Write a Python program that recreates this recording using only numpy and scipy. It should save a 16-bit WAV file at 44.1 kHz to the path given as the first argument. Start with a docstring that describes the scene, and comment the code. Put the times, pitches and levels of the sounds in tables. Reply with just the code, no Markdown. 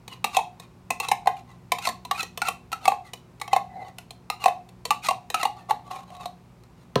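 """In a small kitchen, a metal spoon works thick soup out of a tin can into a bowl.
Blows clink on the can wall: a chattering contact excites metal rings, and decaying sines give wall and hollow air.
Scrapes are stick-slip pulses and grit noise driving the resonances of can and spoon.
Mains hum and filtered room noise lie underneath; at the end something is set down on the counter with a thud.
Reflections and a short diffuse tail place the blows, scrapes and thud in the room."""
import sys
import numpy as np
from scipy import signal
from scipy.fft import rfft, irfft
from scipy.io import wavfile

SR = 44100
rng = np.random.default_rng(int(sys.argv[2]) if len(sys.argv) > 2 else 0)


def waveform_to_disk(signal):
    """Save audio, clipped to [-1, 1], as 16-bit WAV at the path in sys.argv[1]."""
    frames = np.transpose(np.atleast_2d(signal))
    scaled = np.clip(frames, -1, 1) * 32767
    samples = np.round(scaled).astype(np.int16)
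    wavfile.write(sys.argv[1], SR, samples)


N = 308700  # 7 s

# thin ringing of the spoon: (frequency [Hz], t60 [s], level [dB])
SPOON_PARTIALS = [(5195, 0.033, -13), (5705, 0.052, -13.5), (6860, 0.022, -6), (7560, .04, -28),
                  (8780, 0.016, -1.5), (9140, 0.011, -3), (11400, .03, -16), (13800, 0.035, -13.5),
                  (14065, 0.17, -34)]
# pitch of the can wall when nothing presses it
WALL_REST_HZ = 1140


def undb(db):
    """Decibels to gain."""
    return 10 ** (np.asarray(db) / 20)


def unit(x, size=None):
    """Scale to rms 1 over the first samples, or over all."""
    return x / np.sqrt(np.mean(x[:size] ** 2) + 1e-20)


def fade(t, t60):
    """Exponential decay by 60 dB in t60 seconds."""
    return np.exp(-np.log(1000) * t / t60)


def add(out, s, x):
    """Mix a sound in at time s."""
    i = int(s * SR)
    out[i:i + len(x)] += x[:len(out) - i]


def wander(size, rate):
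    """Random motion of spread near 1, with straight lines between `rate` random knots per second."""
    knots = np.arange(size) * rate / SR
    heights = rng.standard_normal(int(knots[-1]) + 2)
    return np.interp(knots, np.arange(len(heights)), heights)


def blend(places, position):
    """Levels between the neighbouring rows of a table, for a position from 0 to 1."""
    rows = np.linspace(0, 1, len(places))
    return [np.interp(position, rows, db) for db in np.transpose(places)]


def colour(x, points):
    """Causal minimum-phase filter with the given (frequency [Hz], level [dB]) curve."""
    hz, db = np.transpose(points)
    log_hz = np.log(np.fft.rfftfreq(4096, 1 / SR) + 1)
    gain = undb(np.interp(log_hz, np.log(hz), db))
    # folding the cepstrum onto positive time makes the response causal
    cepstrum = irfft(np.log(gain))
    cepstrum[1:len(gain) - 1] *= 2
    cepstrum[len(gain):] = 0
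    response = irfft(np.exp(rfft(cepstrum)))
    return signal.fftconvolve(x, response)[:len(x)]


def mode(x, hz, width_hz):
    """A resonance driven by x; its frequency may move."""
    turn = np.exp(2j * np.pi * np.cumsum(hz * np.ones(len(x))) / SR)
    envelope = signal.lfilter([1], [1, -np.exp(-np.pi * width_hz / SR)], x / turn)
    return (turn * envelope).imag


def background():
    """An appliance hums, wavering a little, over soft room noise."""
    # mains hum, about which each level wavers: (frequency [Hz], level [dB])
    hum_partials = [(60, -64.5), (120, -56.5), (181, -58), (241, -64.5), (361, -66)]
    # colour of the room noise: (frequency [Hz], relative level [dB])
    room_curve = [(15, -56.5), (25, -29), (46, -8.5), (180, -3), (206, -14), (229, -8), (326, -16),
                  (363, -14.5), (439, -16.5), (677, -20.5), (734, -19), (988, -18.5), (1650, -29.5),
                  (2400, -29.5), (3100, -35), (4100, -35.5), (8140, -41), (16000, -48)]
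    room_db = -53
    t = np.arange(N) / SR
    hum = np.zeros(N)
    for hz, db in hum_partials:
        level = undb(db + 2.3 * wander(N, 2.7))
        hum += level * unit(np.sin(2 * np.pi * hz * t + .5 * wander(N, 10)))
    room = unit(colour(rng.standard_normal(N), room_curve))
    return hum + undb(room_db + 0.29 * wander(N, 4.5)) * room


def kitchen(x):
    """Counter and cupboards reflect at once; a short diffuse tail follows, drawn anew for each sound."""
    # early reflections, each delay varied by up to 12 %: (delay [s], level [dB])
    echoes = [(.0022, -15.5), (.0055, -14), (.0205, -25.5), (.039, -30.5)]
    # diffuse reverberation: (band centre [Hz], level [dB], t60 [s])
    reverb_bands = [(180, -4, 0.47), (396, -3.5, 0.15), (724, -10.5, 0.33), (1290, -6, 0.18),
                    (2820, -10, 0.27), (5500, -10.5, 0.26), (11500, -12.5, 0.19)]
    t = np.arange(2 ** 14) / SR
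    centres, db, t60 = np.transpose(reverb_bands)
    log_hz = np.log(np.fft.rfftfreq(len(t), 1 / SR) + 1)
    bands = np.array([np.interp(log_hz, np.log(centres), band) for band in np.eye(len(centres))])
    tails = fade(t, t60[:, None]) * np.clip((t - .004) / 0.0029, 0, 1)
    tails *= undb(db[:, None]) / np.linalg.norm(tails, axis=1, keepdims=True)
    noise = irfft(rfft(rng.standard_normal(len(t))) * bands)
    response = np.sum(noise * tails, axis=0)
    response[0] += 1  # direct sound
    for delay, echo_db in echoes:
        add(response, delay * rng.uniform(.88, 1.12), undb([echo_db]))
    return signal.fftconvolve(x, response)


def thud(lead_s=0.00347):
    """An edge touches the counter first, then the full weight lands and its modes ring."""
    # modes of the counter: (frequency [Hz], t60 [s], relative level [dB])
    counter_modes = [(115, 0.15, -9.5), (152, 0.071, -3), (260, 0.12, -5.5), (375, 0.03, -9),
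                     (470, 0.022, 7), (710, 0.055, -6.5), (1006, 0.032, -1), (1290, 0.044, -8.5)]
    # colour of the touch on the counter: (frequency [Hz], relative level [dB])
    touch_curve = [(200, -20), (600, 3), (1200, -10), (1800, -4), (2700, -2.5), (4200, -5), (7000, -18),
                   (15000, -29)]
    thud_s, body_db, touch_db = 6.9595, -12, -26
    t = np.arange(SR // 4) / SR
    noise = rng.standard_normal(len(t)) * fade(t, 0.0091) * (1 - np.exp(-t / 0.0026))
    touch = colour(noise, touch_curve)
    # neighbouring modes start with opposite sign
    body = sum((-1) ** k * undb(db) * fade(t, t60) * np.sin(2 * np.pi * hz * t)
               for k, (hz, t60, db) in enumerate(counter_modes))
    out = np.zeros(N)
    add(out, thud_s - lead_s, undb(touch_db) * unit(touch, size=530))
    add(out, thud_s, undb(body_db) * body * (1 - np.exp(-t / 0.00093)))
    return out


def can_ring(force, ring_hz, others_db=0, bend=1, scatter_db=2.0, detune=0.023, lead_width_hz=95, low_hz=1500):
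    """The can's upper modes; the place of contact favours one of them, and the moving spoon bends them all."""
    # upper modes, damped by soup and hand, before scatter: (frequency [Hz], width [Hz], relative level [dB])
    can_modes = [(2055, 35, -7.5), (2300, 120, -23), (2610, 62, -4), (2756, 110, -10.5), (3125, 86, -5),
                 (3855, 300, 0.5), (4180, 120, -6.5), (4420, 240, -7.5)]
    others = np.zeros(len(force))
    for hz, width_hz, db in can_modes:
        level_chance, pitch_chance = rng.standard_normal(2)
        gain = undb(db + scatter_db * level_chance) * np.sqrt(width_hz)
        others += gain * mode(force, hz * bend * (1 + detune * pitch_chance), width_hz)
    favoured = unit(mode(force, ring_hz * bend, lead_width_hz))
    ring = undb(others_db) * unit(others) + favoured
    # a small tin radiates little below these modes
    return signal.sosfilt(signal.butter(2, low_hz, "high", fs=SR, output="sos"), ring)


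def spoon_ring(t, scatter_db=3, detune=0.016):
    """High partials of the spoon, mixed anew by every blow and shifted a little by the soup it carries."""
    ring = np.zeros(len(t))
    for hz, t60, db in SPOON_PARTIALS:
        level_chance, pitch_chance, phase = rng.standard_normal(3)
        tone = np.sin(2 * np.pi * (hz * (1 + detune * pitch_chance) * t + phase))
        ring += undb(db + scatter_db * level_chance) * fade(t, t60) * tone
    return ring


def choke(t, hold_s, free=0.11, free_t60=0.031):
    """The spoon presses home and smothers a ring; a small share rings on."""
    return np.exp(-(t / hold_s) ** 2) + free * fade(t, free_t60)


def scrape(start, peak, end, soup, wall_hz, ring_hz,
           swell_db=17, jitter=.035, squeal=0.41, grit_db=4.0, catch_rate=70, catch_size=0.94):
    """The spoon's edge sticks and slips along the wall, partly locked to the wall mode."""
    # colour of metal sliding on wet metal: (frequency [Hz], relative level [dB])
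    friction_curve = [(200, -30), (450, -12), (750, 11.5), (1700, 1), (4300, 2), (5000, 3.5), (6700, 3.5),
                      (9300, -6), (10100, -1.5), (13000, -6), (15700, -20)]
    # levels in even steps from bare tin to buried in soup: (can air [dB], can wall [dB],
    # metal ring [dB], hiss [dB], other rings against the favoured one [dB])
    soup_levels = [(-19, -12, -5, -3.5, 0), (-10, -4.5, -3.5, -11.5, -4), (-5.5, -6, -20, -19, 9.5),
                   (-2.5, -26, -15, -33.5, -14.5)]
    air_hz = 763
    # pressing stiffens the wall: the pitch lift grows with the wall's pitch above rest
    least_lift, lift_per_stretch = .02, .75
    # the contact slides along the spoon, so a ripple in the spectrum sinks; its spacing is for the peak
    ripple_hz, ripple_octaves_per_s, ripple_share = 683, -4, 0.82
    # on bare tin the can's rings sink as the spoon slides down; soup holds them steady
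    ring_octaves_per_s = -2.5

    air_db, wall_db, ring_db, hiss_db, others_db = blend(soup_levels, soup)
    lift = least_lift + lift_per_stretch * max(wall_hz / WALL_REST_HZ - 1, 0)
    t = np.arange(start, end + 0.051, 1 / SR)
    swell = np.interp(t, [start, peak, end], [-swell_db, 0, -swell_db])
    pressure = undb(swell + 2.1 * wander(len(t), 127))
    pressure *= np.clip((t - start) / 0.02, 0, 1) * np.clip(1 + (end - t) / 0.0033, 0, 1)
    # a hard stroke lifts the resonances and lets them sink as the spoon leaves
    bend = np.exp(lift * (np.exp(-((t - peak + 0.013) / .026) ** 2) - .8))
    hz = wall_hz * bend
    # one slip per jittered cycle of the wall
    cycles = np.cumsum(hz * (1 + jitter * wander(len(t), 900))) / SR
    slips = np.diff(np.floor(cycles), prepend=0) * undb(8.5 * wander(len(t), 1400))
    grit = rng.standard_normal(len(t)) * undb(grit_db * wander(len(t), 1400))
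    # now and then (catch_rate per second) the edge catches on the tin and jumps free
    jumps = rng.random(len(t)) < catch_rate / SR
    catches = signal.lfilter([1], [1, -np.exp(-1 / (0.0028 * SR))], jumps)
    force = (squeal * unit(slips - slips.mean()) + unit(grit)) * (1 + catch_size * catches)
    air = mode(mode(force, air_hz, 101), air_hz, 133)
    wall = mode(mode(force, hz, 50), hz, 500)
    # each slip returns from the spoon's tip, later as the contact slides away
    lag = 1 / (ripple_hz * 2 ** (ripple_octaves_per_s * (t - peak)))
    force = force + ripple_share * np.interp(t - lag, t, force)
    slide = 2 ** (ring_octaves_per_s * (1 - soup) ** 2 * (t - peak))
    ring = can_ring(force, ring_hz, others_db, bend * slide, lead_width_hz=23)
    # the spoon's own partials colour the hiss
    partials = sum(undb(db) * mode(force, f * bend, 170) for f, _, db in SPOON_PARTIALS)
    hiss = unit(colour(force, friction_curve)) + undb(-12) * unit(partials)
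    parts = [(air, air_db), (wall, wall_db), (ring, ring_db), (hiss, hiss_db)]
    return pressure * sum(undb(db) * unit(x) for x, db in parts)


def blow(strength_db, depth, air_hz, wall_hz, ring_hz, bottom_hz=470):
    """The spoon chatters for a few milliseconds; the wall rings at once and the air in the can swells behind it."""
    # colour of metal striking metal: (frequency [Hz], relative level [dB])
    contact_curve = [(90, -30), (220, 4.5), (340, -3.5), (480, -11), (1000, 12.5), (1700, -10), (4400, 0),
                     (5000, 3), (6700, 0.5), (9500, -1), (10100, -5), (13000, -6), (15700, -14)]
    # levels in even steps from rim to bottom; bright ticks give way to the wall, then to the hollow air:
    # (can air [dB], can wall [dB], metal ring [dB], tick [dB], can bottom before stretch [dB],
    # other rings against the favoured one [dB])
    depth_levels = [(-4.5, -11, 0, 1, -10, 5.5), (-3, -5, -2, -4.5, -18, -4), (-3.5, 4, -4.5, -7, -26, 7.5),
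                    (0.5, -10, -9, -10.5, -23.5, -1), (0.5, -9, -18.5, -25.5, -24.5, -1)]
    # the air in the open can hums on after a blow; this level is for a firm one
    open_air_hz, open_air_t60_s, open_air_db = 721.5, .33, -29
    # a light touch low in the can leaves more of that hum: dB gained per dB below a firm blow
    firm_blow_db, hum_db_per_db = -20, 1.2
    # a stretched wall passes less of a blow on to the bottom: dB per unit of stretch
    bottom_db_per_stretch = -59

    air_db, wall_db, ring_db, tick_db, bottom_db, others_db = blend(depth_levels, depth)
    t = np.arange(SR // 4) / SR
    onset = 1 - np.exp(-t / 0.0022)
    chatter = rng.standard_normal(len(t)) * undb(4.5 * wander(len(t), 1346)) * onset
    # the air column is fed through the wall, so it takes a few cycles to build up
    air = (1 - np.exp(-t / 0.0031)) ** 2 * choke(t, 0.007) * np.sin(2 * np.pi * air_hz * t)
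    hum_db = open_air_db + hum_db_per_db * depth * max(firm_blow_db - strength_db, 0)
    open_air = (1 - np.exp(-t / 0.016)) * fade(t, open_air_t60_s) * np.sin(2 * np.pi * open_air_hz * t)
    air += undb(hum_db) * open_air
    wall = (1 - np.exp(-t / 0.00072)) * choke(t, 0.011) * np.sin(2 * np.pi * wall_hz * t)
    # the soup-laden bottom gives only a short, dull bump
    bottom_db += bottom_db_per_stretch * max(wall_hz / WALL_REST_HZ - 1, 0)
    bottom = t ** 2 * fade(t, 0.016) * np.sin(2 * np.pi * bottom_hz * t)
    ring = can_ring(chatter * fade(t, 0.014), ring_hz, others_db, lead_width_hz=100)
    contact = unit(colour(chatter * fade(t, 0.017), contact_curve), size=530)
    tick = contact + undb(4.5) * onset * spoon_ring(t)
    parts = [(air, air_db), (wall, wall_db), (bottom, bottom_db), (ring, ring_db), (tick, tick_db)]
    # levels are set over the first 12 ms
    return sum(undb(db) * unit(x, size=530) for x, db in parts)


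def scene():
    """Blows, scrapes and the thud sound in the kitchen."""
    # spoon blows: (time [s], strength [dB], depth in the can [0 rim to 1 bottom],
    # air [Hz], wall [Hz], favoured ring [Hz])
    blows = [(.078, -44, 0, 780, 1100, 4450), (0.2424, -22, .27, 806, 1170, 2710),
             (0.347, -33, 0.29, 790, 1060, 2730), (0.3678, -15, 0.76, 753, 1038, 2580),
             (.3872, -22.5, 1, 857, 1056, 2460), (0.5976, -47, 0, 715, 1060, 1930),
             (0.9042, -23.5, 0.27, 750, 1046, 2585), (1, -26, 0.24, 828, 1090, 2680),
             (1.085, -30, 0.11, 860, 1040, 4040), (1.1143, -16, 0.77, 809, 1054, 2470),
             (1.2578, -29.5, 1, 750, 1030, 2180), (1.2719, -12.5, 0.9, 770, 1054, 2100),
             (1.7187, -20.5, 0.26, 735, 1030, 2370), (1.7843, -33.5, 0.39, 783, 1073, 2630),
             (1.8716, -24, 0.4, 698, 1072, 4380), (1.8884, -32, 0.12, 713, 1060, 2070),
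             (2.05, -39, 0.37, 740, 1000, 4090), (2.1107, -22, 0.57, 780, 1138, 2825),
             (2.2289, -34.5, 0.011, 783, 1060, 1940), (2.3742, -36, 0, 700, 1040, 3450),
             (2.4174, -24.5, 0.36, 783, 1410, 2540), (2.4841, -24, 0.33, 745, 1113, 2670),
             (2.7176, -41.5, 0, 770, 1400, 2570), (2.7275, -29, 0.4, 768, 1323, 2720),
             (2.854, -26, 0.31, 780, 1167, 2250), (2.8778, -12, 0.83, 760, 1143, 2610),
             (2.9188, -20.5, 0.98, 797, 1075, 2610), (3.134, -39, 0.019, 726, 1104, 3030),
             (3.399, -52.5, 0, 855, 1060, 2220), (3.414, -31, 0.34, 825, 1147, 2220),
             (3.4778, -36, 0.64, 773, 1100, 2120), (3.53, -14, .86, 782, 1086, 2590),
             (3.5622, -15, 0.93, 762, 1072, 2130), (3.9835, -42.5, 0.0066, 710, 1420, 3000),
             (4.1065, -42.5, 0.13, 730, 1044, 4300), (4.3, -25.5, 0.3, 773, 1233, 2610),
             (4.44, -27, 0.31, 834, 1095, 2710), (4.458, -11, 0.89, 749, 1065, 2620),
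             (4.4803, -21, 0.88, 736, 1094, 2050), (4.689, -56.5, 0, 766, 1086, 4270),
             (4.8525, -33, 0.0092, 695, 1050, 4410), (4.906, -18, 0.6, 830, 1157, 2780),
             (5.0856, -21.5, 0.53, 693, 1100, 2780), (5.1082, -21, 0.83, 756, 980, 2760),
             (5.301, -36, 0, 750, 1140, 1900), (5.343, -22.5, 0.38, 760, 1286, 2820),
             (5.4298, -25, 0.33, 697, 1090, 2070), (5.4521, -18, 0.84, 826, 1127, 2850),
             (5.7069, -17, 0.91, 835, 1110, 2010), (6.102, -46, 0.81, 683, 1094, 3100),
             (6.149, -49.5, 0.5, 718, 1100, 3920), (6.166, -47.5, 0.69, 690, 1110, 3900),
             (6.256, -30.5, 0.74, 718, 1120, 3950), (6.635, -62, 0, 820, 1290, 1850)]
    # scrapes: (start [s], peak [s], end [s], strength [dB],
    # soup under the spoon [0 bare tin to 1 buried], wall before bending [Hz], favoured ring before bending [Hz])
    scrapes = [(0.079, 0.125, .18, -43, 0.27, 1035, 2900), (0.297, 0.365, .368, -32.5, .22, 1147, 2635),
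               (0.607, 0.623, .66, -47, 0.34, 1094, 2520), (1.005, 1.037, 1.09, -29.5, 0.31, 1125, 2675),
               (1.341, 1.394, 1.415, -47, 0.18, 1055, 2370), (1.468, 1.505, 1.56, -45, 0.51, 1064, 2024),
               (1.801, 1.856, 1.9, -28, 0.0085, 1341, 2470), (2.132, 2.208, 2.23, -28.5, 0.18, 1300, 2530),
               (2.431, 2.476, 2.495, -26, 0.34, 1314, 2524), (2.798, 2.851, 2.875, -35, .5, 1280, 2590),
               (3.032, 3.066, 3.11, -47.5, 0.19, 1155, 2040), (3.498, 3.52, 3.56, -39, .33, 1130, 2057),
               (3.688, 3.817, 3.85, -32, 1, 1046, 2040), (3.797, 3.885, 3.91, -34.5, 0.78, 1113, 2000),
               (4.39, 4.431, 4.465, -30, 0.44, 1140, 2820), (5.018, 5.062, 5.11, -27, 0.099, 1248, 2450),
               (5.34, 5.417, 5.45, -29, 0.37, 1294, 2700), (5.532, 5.593, 5.68, -39, 0.735, 1160, 1870),
               (5.681, 5.7, 5.715, -21, 0.66, 1127, 2800), (5.833, 5.877, 5.92, -42, 0.6, 1142, 3260),
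               (5.894, 5.913, 6.04, -29.5, 0.62, 1095, 2870), (6.043, 6.147, 6.2, -42, 0.57, 1096, 2670),
               (6.191, 6.189, 6.26, -29.5, 0.56, 1113, 2780), (6.752, 6.811, 6.88, -62.5, 0, 1140, 1860)]
    out = background() + kitchen(thud())[:N]
    for s, db, *contact in blows:
        add(out, s, undb(db) * kitchen(blow(db, *contact)))
    for start, peak, end, db, *contact in scrapes:
        add(out, start, undb(db) * kitchen(scrape(start, peak, end, *contact)))
    return out[None]


def record(dry):
    """The phone's microphone drops the deep bass and cuts the top."""
    bass_hz, top_hz = 44, 15900
    thin = signal.sosfilt(signal.butter(3, bass_hz, "high", fs=SR, output="sos"), dry)
    return signal.sosfilt(signal.ellip(8, .2, 70, top_hz, fs=SR, output="sos"), thin)


dry = scene()
out = record(dry)
waveform_to_disk(out)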